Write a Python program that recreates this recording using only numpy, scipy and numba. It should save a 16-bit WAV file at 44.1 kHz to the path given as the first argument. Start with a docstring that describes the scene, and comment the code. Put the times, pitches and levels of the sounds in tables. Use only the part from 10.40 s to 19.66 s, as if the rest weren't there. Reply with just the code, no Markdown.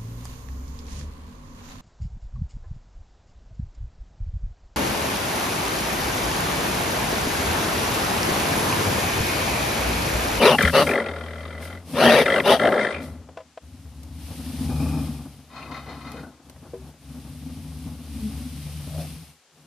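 """A harsh roar comes first: a bear shut in a log den in a snowy forest, heard from just outside on a stereo
pair. It roars four times, its vocal folds chopping a blast of air, and after each roar its lips flap in a
snarl. Then it keeps up low, rumbling growls while air hisses through its nose, with moans, one rasp and one
short groan. Now and then it bumps the logs; faint forest air lies behind."""
import sys
import numpy as np
from scipy import signal
from scipy.fft import rfft, irfft, next_fast_len
from scipy.io import wavfile
from scipy.ndimage import uniform_filter1d
from numba import njit

SR = 44100
rng = np.random.default_rng(int(sys.argv[2]) if len(sys.argv) > 2 else 0)


def transcribe(u):
    """Save the signal u as a 16-bit wav file named by the first command-line argument.

    u: samples, shape (n,) or (channels, n), limited to [-1, 1]; the rate is SR.
    q: integer samples, one column per channel.
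    """
    v = np.clip(np.atleast_2d(u).T, -1, 1)
    q = np.round(v * 32767).astype(np.int16)
    wavfile.write(sys.argv[1], SR, q)


N = 408531
T = np.arange(N) / SR
FFT_SIZE = next_fast_len(N + 4096)
HZ = np.maximum(np.arange(FFT_SIZE // 2 + 1) * SR / FFT_SIZE, 1)


def from_db(db):
    return 10 ** (np.asarray(db) / 20)


def rms_one(x):
    return x / np.sqrt(np.mean(x ** 2) + 1e-20)


def add(out, s, sound):
    """Mix a short sound in at s seconds."""
    i = int(s * SR)
    sound, i = sound[..., max(-i, 0):], max(i, 0)
    out[..., i:i + sound.shape[-1]] += sound[..., :N - i]


def envelope(attack, hold, release, swell_db=0, curve=1):
    """A rounded attack, a hold that swells or sags, a release of 60 dB (curve over 1: slow at first)."""
    t = np.arange(int((attack + hold + release) * SR)) / SR
    rise = np.sin(np.pi / 2 * np.minimum(t / attack, 1)) ** 2
    held = np.clip((t - attack) / hold, 0, 1)
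    gone = np.maximum(t - attack - hold, 0) / release
    return rise * from_db(swell_db * held - 60 * gone ** curve)


def during(start, end, fade):
    """1 from start to end, with fades outside."""
    return np.clip(np.minimum(T - start, end - T) / fade + 1, 0, 1)


def at_hz(points):
    """Join (f/Hz, value) points over log frequency."""
    hz, value = np.transpose(points)
    return np.interp(np.log(HZ), np.log(hz), value)


def shape(x, gain):
    """Apply a smooth gain over frequency."""
    return irfft(rfft(x, FFT_SIZE) * gain, FFT_SIZE)[..., :N]


def drift(rate_hz):
    """A smooth random wander of spread 1."""
    step, settle = 40, 2000
    r = np.exp(-2 * np.pi * rate_hz * step / SR)
    noise = rng.standard_normal(N // step + settle + 2)
    slow = signal.lfilter([1], [1, -2 * r, r * r], noise)[settle:]
    return np.interp(np.arange(N) / step, np.arange(len(slow)), rms_one(slow))


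def pulses(per_s, jitter, shimmer_db):
    """Clicks at a running rate, each off in time (share of a cycle) and strength."""
    cycles = np.cumsum(per_s) / SR
    at = np.flatnonzero(np.diff(np.ceil(cycles), prepend=0))
    late, strong = rng.standard_normal((len(at), 2)).T
    at = np.clip(at + jitter * late * SR / per_s[at], 0, N - 1).astype(int)
    out = np.zeros(N)
    out[at] = from_db(shimmer_db * strong)
    return out


def puffs(clicks, rise_s):
    """Each click lets out a puff that swells to the click's height and dies."""
    r = np.exp(-1 / (rise_s * SR))
    return signal.lfilter([np.e / (rise_s * SR)], [1, -2 * r, r * r], clicks + 1e-18)


def tone(hz):
    """A sine that follows a running pitch."""
    return np.sin(2 * np.pi * np.cumsum(hz) / SR)


def steady(x, span_s):
    """Hold the running rms near 1."""
    power = np.mean(np.atleast_2d(x) ** 2, axis=0)
    for _ in range(2):
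        power = uniform_filter1d(power, max(int(span_s * SR), 1))
    return x / np.sqrt(np.abs(power) + 1e-12)


def split(x, crossover_hz=1120):
    """The throaty part and the bright part of a voice."""
    low = 1 / (1 + (HZ / crossover_hz) ** 8)
    return shape(x, low), shape(x, 1 - low)


def ring(x, hz, width_hz):
    """Pass twice through one resonance; rms 1."""
    b, a = signal.iirpeak(hz, hz / width_hz, fs=SR)
    return rms_one(signal.lfilter(b, a, signal.lfilter(b, a, x)))


@njit
def moving_peak(x, angle, up, down):
    """A peak or dip whose centre (radians per sample) moves; its two states turn like a phasor."""
    out, a, b = np.empty(len(x)), 0., 0.
    for i in range(len(x)):
        out[i] = x[i] + (up - down) * a
        a += x[i] - down * a - angle[i] * b
        b += angle[i] * a
    return out


def resonate(x, modes, stretch=1):
    """A chain of ringing peaks and dips, all moved together by the shape of the mouth."""
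    for hz, width, boost_db in modes:
        gain, damping = from_db(boost_db), 2 * np.pi * width / SR
        up, down = damping * max(gain, 1), damping / min(gain, 1)
        angle = 2 * np.sin(np.pi * hz / SR) * stretch * np.ones(N)
        x = np.array([moving_peak(side, angle, up, down) for side in x])
    return x


# How alike the air is at the two microphones: f/Hz, correlation
MIC_LIKENESS = [(800, .99), (1400, .88), (3100, .7), (6800, .2), (14000, .05)]
def air(colour):
    """Coloured noise across the pair, alike in the bass and wide in the treble; rms 1."""
    mid, side = rfft(rng.standard_normal((2, FFT_SIZE)))
    alike = at_hz(MIC_LIKENESS)
    pair = np.sqrt(1 + alike) * mid + np.sqrt(1 - alike) * side * np.array([[1], [-1]])
    return rms_one(irfft(pair * from_db(at_hz(colour)), FFT_SIZE)[:, :N])


# The forest all around the microphones: f/Hz, level/dB
FOREST_COLOUR = [(30, -16), (477, -4.5), (4500, -8.5), (7200, -8.5), (14500, -27.5)]
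def forest(level_db=-60.5):
    """The faint, even hush of a still forest."""
    return from_db(level_db) * air(FOREST_COLOUR)


# Sharp clicks, one in the first snarl, then a few faint ticks: t/s, level/dB
SHARP_CLICKS = [(0.2246, -11.5), (2.6305, -36), (3.632, -33.5), (5.7176, -30.5), (6.0973, -33)]
def sharp_clicks(t60=.035, trim_db=-8):
    """Each click is a burst of bright noise that dies at once."""
    out, t = np.zeros((2, N)), T[:SR // 2]
    for s, level_db in SHARP_CLICKS:
        add(out, s, from_db(level_db + trim_db - 60 * t / t60) * rng.standard_normal((2, len(t))))
    return out


# Knocks on the den wall: t/s, level/dB, ring/s
LOG_KNOCKS = [(2.888, -29, 0.023), (2.972, -16.5, 0.023), (2.978, -35, 0.09), (3.0, -36, 0.071),
              (3.174, -23, 0.029), (6.098, -34.5, 0.023), (6.161, -38, 0.025), (6.335, -41.5, 0.097)]
# Modes of a damp log: f/Hz, level/dB
LOG_MODES = [(520, 8.5), (640, 9.5), (790, 0), (1010, 2.5), (1240, -9), (1560, -16)]
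# The heavy body against the wall: t/s, f/Hz, level/dB, ring/s
BODY_BUMPS = [(0.242, 75.6, -12.5, 0.25), (0.236, 200, -11.5, 0.071), (1.9, 230, -26, 0.049),
              (6.335, 380, -34, 0.32), (6.335, 477, -25, 0.098)]
def logs(knock_db=-8, crunch=.9, crunch_hz=(500, 2300)):
    """Damp logs ring briefly with a dry crunch when knocked, and boom when leaned on."""
    out, t = np.zeros((2, N)), T[:SR // 2]
    crunch_band = signal.butter(2, crunch_hz, "band", fs=SR, output="sos")
    for s, level_db, t60 in LOG_KNOCKS:
        chance = rng.standard_normal((len(LOG_MODES), 2))
        modes = sum(from_db(db + 2 * strong) * np.sin(2 * np.pi * hz * t + phase)
                    for (hz, db), (strong, phase) in zip(LOG_MODES, chance))
        grit = rms_one(signal.sosfilt(crunch_band, rng.standard_normal(len(t))))
        gain = from_db(level_db + knock_db - 60 * t / t60) * (1 - np.exp(-t / .0038))
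        add(out, s, gain * (modes + crunch * grit))
    for s, hz, level_db, t60 in BODY_BUMPS:
        gain = from_db(level_db - 60 * t / t60) * (1 - np.exp(-t / .00087))
        add(out, s, gain * np.sin(2 * np.pi * hz * t))
    return out


def den_echoes(x, t60=.045, wet=.5):
    """Dense early echoes off the logs, partly different at each microphone, comb the sound."""
    t = T[:int(t60 * SR)]
    shared, left, right = rng.standard_normal((3, len(t))) * from_db(-60 * t / t60) * (t > .001)
    echoes = shared + .42 * np.array([left, right])
    echoes /= np.sqrt(np.sum(echoes ** 2, axis=1, keepdims=True))
    return x + wet * signal.fftconvolve(x, echoes, axes=1)[:, :N]


# A rasp between growls: t/s, attack/s, hold/s, release/s, swell/dB, level/dB
RASP_BREATHS = [(5.06, .15, .57, .45, -5, -39.5)]
# Its rush of air: f/Hz, level/dB
RASP_AIR = [(210, -9), (350, -12), (880, 11), (2250, -16), (2800, -20), (4300, -14.5), (6000, -13),
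            (9000, -33), (12000, -49)]
# Resonances of the narrowed airway: f/Hz, width/Hz, boost/dB
AIRWAY_MODES = [(910, 46, -14.5), (1058, 42, 8), (1318, 32, 12.5), (2040, 69, 20), (2496, 45, 20.5),
                (3050, 110, 16), (3710, 39, 18.5), (4200, 48, 18.5), (4800, 120, 11)]
def rasp(flutter_per_s=33, leak=.5):
    """The soft palate flutters in a narrowed, ringing airway."""
    flutter = pulses(flutter_per_s * from_db(drift(6.4)), jitter=.091, shimmer_db=5)
    voice = resonate(air(RASP_AIR) * (leak + puffs(flutter, rise_s=.013)), AIRWAY_MODES)
    gain = np.zeros(N)
    for s, attack, hold, release, swell_db, level_db in RASP_BREATHS:
        add(gain, s, from_db(level_db) * envelope(attack, hold, release, swell_db))
    return gain * steady(voice, span_s=.15)


# Moans and wheezes: t/s, attack/s, hold/s, release/s, level/dB, f/Hz
BREATH_MOANS = [(2.203, 0.042, 0.035, 0.24, -26.5, 689), (2.514, .02, 0.024, 0.18, -38, 2385),
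                (4.2, 0.18, .2, .4, -51, 838), (4.254, 0.14, 0.13, 0.62, -51, 2450),
                (4.25, 0.13, .25, 0.45, -55, 1210), (4.3, .1, 0.22, .5, -58, 5170),
                (5.16, .035, .036, 0.2, -45.5, 2525), (5.255, 0.032, 0.068, 0.23, -50, 1070),
                (5.688, 0.079, 0.041, 0.085, -46.5, 486), (5.732, 0.056, 0.025, 0.32, -46, 1460),
                (8.455, 0.13, 0.054, 0.091, -42.5, 630)]
def moans(hiss, snuffle, breath_db=-9):
    """Breath rings through the parted lips or the nostrils, with some snuffle around the ring."""
    out = np.zeros((2, N))
    for s, attack, hold, release, level_db, hz in BREATH_MOANS:
        effort = envelope(attack, hold, release)
        span = slice(int(s * SR), int(s * SR) + len(effort))
        ringing = ring(hiss[:, span] + snuffle[:, span], hz, width_hz=160 + .05 * hz)
        voice = ringing + from_db(breath_db) * snuffle[:, span]
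        add(out, s, from_db(level_db) * effort[:voice.shape[1]] * voice)
    return out


# Air in the nostrils, and the low snuffle beneath it: f/Hz, level/dB
HISS_COLOUR = [(590, -12.5), (1000, -9.5), (1770, -8.5), (2480, -3.5), (5180, -4.5), (7250, -10.5),
               (9170, -4), (12500, -6.5), (14500, -12)]
SNUFFLE_COLOUR = [(50, -22), (280, 1.5), (400, -8), (505, -5.5), (590, -7.5), (830, -7), (970, -13.5),
                  (1100, -12), (1800, -23.5), (3000, -68.5)]
# Short snorts: t/s, level/dB
NOSE_SNORTS = [(1.19, -48), (2.592, -51.5), (8.56, -47.5)]
def nose(beats, hiss_gain, snuffle_gain, leak=.96, hiss_db=3.5, snuffle_db=-4):
    """Air hisses through the nostrils, the snuffle throbs with the growl, and both feed the moans."""
    hiss = air(HISS_COLOUR) * from_db(.5 * drift(40))
    throb = puffs(beats, rise_s=.011)
    snuffle = rms_one(air(SNUFFLE_COLOUR) * (leak + throb))
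    snorts = np.zeros(N)
    for s, level_db in NOSE_SNORTS:
        add(snorts, s, from_db(level_db) * envelope(attack=.046, hold=.0082, release=.44))
    out = from_db(hiss_db) * np.hypot(hiss_gain, snorts) * hiss
    out += from_db(snuffle_db) * snuffle_gain * snuffle
    return out + moans(hiss * throb, snuffle)


# A late groan in the den: t/s, attack/s, hold/s, release/s, level/dB, first f/Hz, last f/Hz
GROAN_GLIDES = [(7.796, 0.044, 0.038, 0.11, -26, 213.5, 218)]
def groan(octave_db=-22):
    """A short, hollow groan glides out of the growl."""
    out = np.zeros(N)
    for s, attack, hold, release, level_db, first_hz, last_hz in GROAN_GLIDES:
        effort = envelope(attack, hold, release)
        pitch = np.linspace(first_hz, last_hz, len(effort)) * from_db(.2 * drift(30)[:len(effort)])
        add(out, s, from_db(level_db) * effort * (tone(pitch) + from_db(octave_db) * tone(2 * pitch)))
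    return out


# Growling breaths behind the logs: t/s, attack/s, hold/s, release/s, swell/dB, then level/dB of each of the
# growl's first three harmonics, the hiss and the snuffle
GROWL_BREATHS = [(-.1, 0.047, 0.38, 0.16, 5.5, -42, -37.5, -38.5, -42.5, -54),
                 (.34, 0.085, 0.081, 0.21, -2, -36, -34, -32, -38.5, -26.5),
                 (.58, 0.1, 0.66, 1, -1.5, -36.5, -49.5, -48, -61, -43),
                 (1.43, 0.13, 0.75, 0.47, -6, -41, -37.5, -37, -46, -37),
                 (2.48, 0.12, 0.11, 0.92, -1, -37.5, -45, -39.5, -67, -42),
                 (3.2, 0.046, 0.59, 0.99, 9.5, -46, -57, -54.5, -65.5, -56.5),
                 (3.68, 0.35, 0.22, 0.43, 3, -38, -44.5, -38.5, -48, -45.5),
                 (4.05, 0.4, 0.22, 1, -4, -27, -28, -27.5, -45.5, -35.5),
                 (5.02, 0.3, 0.51, 0.51, 0, -45.5, -46.5, -45, -60.5, -43),
                 (6.0, 0.067, 0.43, 0.27, 9.5, -53.5, -56, -59, -66, -52.5),
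                 (6.53, 0.22, 0.75, 1, 5, -42.5, -45, -44.5, -56.5, -49),
                 (7.5, 0.35, 0.17, 1, 2, -34.5, -43, -37.5, -50, -45),
                 (7.999, 0.25, 0.37, 0.46, 2.5, -38, -36.5, -49.5, -50, -48.5),
                 (8.62, 0.067, 0.22, 0.21, -14, -40.5, -37.5, -49, -49, -48.5),
                 (9.08, 0.13, 0.14, 0.27, 0, -69, -60, -76, -67.5, -56)]
def breaths(nose_follows=.64):
    """Each breath drives the growl's three harmonics, the hiss and the snuffle: five gains."""
    power = np.zeros((5, N))
    for s, attack, hold, release, swell_db, *levels_db in GROWL_BREATHS:
        effort = envelope(attack, hold, release, swell_db, curve=.95)
        flow = effort ** nose_follows   # the nose follows only a share of the swing in dB
        gains = from_db(levels_db)[:, None] * np.array([effort, effort, effort, flow, flow])
        add(power, s, gains ** 2)
    return np.sqrt(power)


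# Bands around the growl's first three harmonics: f/Hz, width/Hz
GROWL_BANDS = [(78, 32), (151, 20), (250, 47)]
# Pitch of the vocal folds, one list for the purr and one for each long growl: t/s, f/Hz
FOLD_PITCH = [
    [(0.65, 87.2), (0.776, 80.1), (1.204, 79.5), (1.326, 88.07)],
    [(3.4, 73.95), (4.59, 77.6), (4.756, 68.97)],
    [(6.7, 68.08), (7.36, 78.15), (7.93, 70.7), (8.7, 77)],
]
# Share of rumble in each of the first three harmonics
RUMBLE_SHARES = (.48, .5, .85)
def growl(beats, gains, purr_s=(.72, 1.43), throb_db=3.5, top_hz=325, bottom_hz=53):
    """The vocal folds hum low; around each of their first three harmonics the uneven throat pulses add a rough
    rumble."""
    unrest = 1 - .8 * during(*purr_s, fade=.1)   # the purr is cleaner and more even
    pitch = np.interp(T, *np.concatenate(FOLD_PITCH).T) * from_db(.3 * unrest * drift(12))
    drive = rng.standard_normal(N) + rms_one(beats)
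    out = 0
    for harmonic, ((hz, width), gain, rough) in enumerate(zip(GROWL_BANDS, gains, RUMBLE_SHARES), 1):
        hum = (1 - rough) * np.sqrt(2) * tone(harmonic * pitch)
        boom = rough * unrest * ring(drive, hz, width)
        throb = from_db(throb_db * rough * unrest * drift(20))
        out += throb * gain * steady(hum + boom, span_s=.07)
    return shape(out, 1 / (1 + (HZ / top_hz) ** 20) / (1 + (bottom_hz / HZ) ** 12))


# Snarls and the softer purrs they sink into: t/s, attack/s, hold/s, release/s, swell/dB, throat level/dB,
# lips against throat/dB, flap rate/Hz, lip gap's first f/Hz and last f/Hz, teeth ring/dB
SNARL_BREATHS = [(.175, .014, 0.1, 0.1, -2.5, -23.5, 4.5, 44.13, 1747, 1660, -12.5),
                 (.461, 0.0083, 0.1208, 0.336, 1.5, -22, -3.5, 46.6, 2064, 1960, -33),
                 (0.6526, .01, 0.042, 0.38, 2, -35.5, -1.5, 40.5, 2240, 2120, -15),
                 (.7265, .04, .6, .22, -3, -39, -2.5, 40.7, 2000, 2000, -6),
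                 (1.8508, 0.008, .14, 0.11, 3, -21, -1, 49.5, 1747, 1848, -10),
                 (2.1872, 0.0122, .075, 0.265, 7, -21.5, -4, 53.9, 1670, 1970, -12.5),
                 (2.3135, 0.0087, .062, 0.11, 2, -21, -8, 53.7, 1950, 1638, -22),
                 (2.382, 0.017, 0.044, 0.65, 3.5, -26.5, 1.5, 52.3, 2018, 1627, -30)]
def snarl_effort():
    """Gains of throat and lips; the lips swell and sag less, and stop sooner."""
    throat, lips = np.zeros((2, N))
    for s, attack, hold, release, swell_db, level_db, lips_db, *_ in SNARL_BREATHS:
        add(throat, s, from_db(level_db) * envelope(attack, hold, release, swell_db))
        add(lips, s, from_db(level_db + lips_db) * envelope(attack, hold, .76 * release, .38 * swell_db))
    return throat, lips


def lip_flaps(first_flap_s=.008, jitter=.04, shimmer_db=2):
    """Nearly even flaps of uneven strength; the ring of the lip gap slides over each snarl."""
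    flaps, gap_hz, teeth_gain = np.zeros((3, N))
    for s, attack, hold, release, *_, per_s, first_hz, last_hz, teeth_db in SNARL_BREATHS:
        start = int((s + first_flap_s) * SR)
        t = T[:int((attack + hold + release) * SR)]
        late, strong = rng.standard_normal((2, 64))
        cycles = (np.arange(len(late)) + jitter * late).clip(0)
        at = (cycles / per_s * SR).astype(int)
        inside = at < len(t)
        flaps[start:] = 0   # a new snarl takes over from the last
        flaps[start + at[inside]] = from_db(shimmer_db * strong[inside])
        gap_hz[start:start + len(t)] = np.interp(t, [0, attack + hold + release / 10], [first_hz, last_hz])
        teeth_gain[start:] = from_db(teeth_db)
    return flaps, gap_hz, teeth_gain


# The breath of a snarl: f/Hz, level/dB
SNARL_AIR = [(76, -54), (130, -10.5), (171, -33), (226, -7.5), (329, -15.5), (620, -5), (953, -15),
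             (1500, -12.5), (2300, -17.5), (3300, -19), (4440, -22.5), (7130, -32.5), (9210, -23.5),
             (14500, -78)]
# Resonances of the snarling mouth: f/Hz, width/Hz, boost/dB
MOUTH_MODES = [(205, 20, 10), (395, 60, 9.5), (553, 51, 9), (1418, 86, 14), (1576, 39, -6.5),
               (2002, 81, 11.5), (2274, 140, 8.5), (2630, 280, -6), (3070, 85, 5), (3500, 62, 8.5)]
def snarls(leak=1.15, hiss_share=.38, chirp_share=.36, chirp_s=.009, teeth_hz=3130, ring_db=6,
           low_db=-1.86, high_db=-.5):
    """Each flap of the lips pops with a falling ring, and the throat booms between the flaps."""
    flaps, gap_hz, teeth_gain = lip_flaps()
    throat_gain, lips_gain = snarl_effort()
    force = np.clip(4 * lips_gain / lips_gain.max() - .5, 0, 1)   # hard snarls ring, soft ones purr
    opening = puffs(flaps, rise_s=.003)
    boom = puffs(np.roll(flaps, int(chirp_s * SR / 2)), rise_s=.004)
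    low, high = split(resonate(air(SNARL_AIR), MOUTH_MODES))
    throat = steady(low * (leak + boom), span_s=.025)
    high = rms_one(high)
    middle = shape(high, 1 / (1 + (HZ / 5000) ** 8))   # the lips chop this band; the hiss above flows on
    breath = middle * (.27 + (1 - .3 * force) * opening) + hiss_share * (high - middle)
    flap_age = T - np.maximum.accumulate(T * (flaps > 0))
    fall = 1 + chirp_share * (.5 - np.minimum(flap_age / chirp_s, 1))
    fall *= from_db(1.1 * drift(60))   # the pitch is unsteady
    rings = tone(gap_hz * fall) + teeth_gain * tone(teeth_hz * np.sqrt(fall))
    lips = steady(den_echoes(breath + from_db(ring_db) * force * opening * rings), span_s=.04)
    return from_db(low_db) * throat_gain * throat + from_db(high_db) * lips_gain * lips


# Jaw and tongue, one list a roar: t/s, then f/Hz of four resonances from low to high
JAW_TRACKS = [
    [(0.025, 505, 955, 2500, 3230), (0.05, 503, 990, 2700, 3350), (0.103, 510, 1000, 2950, 3340),
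     (0.155, 780, 890, 3050, 3330)],
    [(0.345, 490, 1230, 2770, 3680), (0.381, 500, 1160, 2810, 3700), (0.435, 485, 1060, 2900, 3830)],
    [(1.57, 516, 1000, 2560, 3560), (1.618, 630, 1620, 2860, 3820), (1.662, 568, 1630, 2930, 3430),
     (1.724, 647, 1662, 2513, 3300), (1.774, 556, 1970, 2600, 3590), (1.825, 538, 1750, 2580, 3647)],
    [(2.055, 564, 1170, 2800, 3350), (2.097, 558, 1098, 2680, 3340), (2.127, 689, 900, 2780, 3730),
     (2.16, 657, 842, 2755, 3510)],
]
# Sharpness of those four: width/Hz, boost/dB
JAW_SHARPNESS = [(65, 12), (120, 10), (130, 12), (170, 11)]
def jaw(voice, quiver_db=.86):
    """Four resonances glide as the jaw and tongue move, and quiver a little."""
    times, *tracks = np.concatenate(JAW_TRACKS).T
    for track, (width, boost_db) in zip(tracks, JAW_SHARPNESS):
        stretch = np.interp(T, times, track) / track.mean() * from_db(quiver_db * drift(14))
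        voice = resonate(voice, [(track.mean(), width, boost_db)], stretch)
    return voice


# Four roars at whoever stands outside: t/s, attack/s, hold/s, release/s, swell/dB, level/dB, brightness/dB
ROAR_LUNGES = [(-0.04, 0.11, 0.087, 0.036, -8.5, -14.5, -1.5), (0.319, 0.048, 0.056, 0.071, -4, -15, -1),
               (1.516, 0.16, 0.14, 0.1, -2.5, -14.5, -2), (2.022, 0.069, 0.047, 0.12, 2, -16.5, -3)]
def roar_effort():
    """Gains of the throaty and the bright part; the brightness comes a touch later and leaves sooner."""
    gains = np.zeros((2, N))
    for s, attack, hold, release, swell_db, level_db, bright_db in ROAR_LUNGES:
        effort = envelope(attack, hold, release, swell_db, curve=1.16)
        add(gains, s, from_db(level_db) * np.array([effort, from_db(bright_db) * effort ** 1.03]))
    return gains


# The blast of a roar: f/Hz, level/dB
ROAR_AIR = [(65, -50.5), (110, -23.5), (138, -5), (180, -24.5), (234, -6), (331, -16), (390, -7.5),
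            (552, 0), (831, -9.5), (1660, -20.5), (3690, -26), (5900, -29), (7390, -44.5), (9440, -29.5),
            (14500, -38)]
# Resonances of the open throat: f/Hz, width/Hz, boost/dB
THROAT_MODES = [(145, 13, 5), (223, 35, 13.5), (395, 53, 8.5), (843, 90, 4.5), (1620, 52, 5),
                (4660, 140, 6.5)]
def roars(pitch_hz=150, buzz_share=.84, leak=.93, low_db=1.6, high_db=-.5, shudder_db=1):
    """Chaotic slaps of the vocal folds chop a blast of air in the wide open, trembling throat."""
    slaps = pulses(pitch_hz * from_db(1.2 * drift(12)), jitter=.06, shimmer_db=2.5)
    blast = rms_one(air(ROAR_AIR) * (leak + puffs(slaps, rise_s=.0014)))
    buzz = rms_one(shape(slaps, from_db(at_hz(ROAR_AIR)) / (1 + (HZ / 4000) ** 2)))
    voice = resonate(blast + buzz_share * buzz, THROAT_MODES, stretch=from_db(.3 * drift(8)))
    low, high = split(jaw(voice))
    low_gain, high_gain = roar_effort()
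    throaty = from_db(low_db) * low_gain * steady(low, span_s=.012)
    bright = from_db(high_db) * high_gain * steady(den_echoes(high), span_s=.015)
    return from_db(shudder_db * drift(45)) * (throaty + bright)


def scene(beats_per_s=29):
    """The bear and its den over a still forest; growl and nose share the same throat pulses."""
    beats = pulses(beats_per_s * from_db(1.5 * drift(4)), jitter=.1517, shimmer_db=5)
    *growl_gains, hiss_gain, snuffle_gain = breaths()
    voice = roars() + snarls() + growl(beats, growl_gains) + groan()
    breath = nose(beats, hiss_gain, snuffle_gain) + rasp()
    return voice + breath + logs() + sharp_clicks() + forest()


# Colour of the pair outside the den: f/Hz, left minus right/dB
MIC_BALANCE = [(700, 2.5), (1500, 3.5), (6200, 4.5), (8000, -1.5), (9200, -10), (11500, 1.5)]
def record(dry, low_cut_hz=47, ceiling=.9, top_hz=14400):
    """Each microphone has its own colour; deep bass is lost, peaks are rounded and the top is cut."""
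    heard = shape(dry, from_db(at_hz(MIC_BALANCE) * np.array([[.5], [-.5]])))
    heard = signal.sosfilt(signal.butter(3, low_cut_hz, "high", fs=SR, output="sos"), heard)
    heard = heard / (1 + (heard / ceiling) ** 6) ** (1 / 6)
    return signal.sosfilt(signal.ellip(12, .1, 80, top_hz, fs=SR, output="sos"), heard)


dry = scene()
out = record(dry)
transcribe(out)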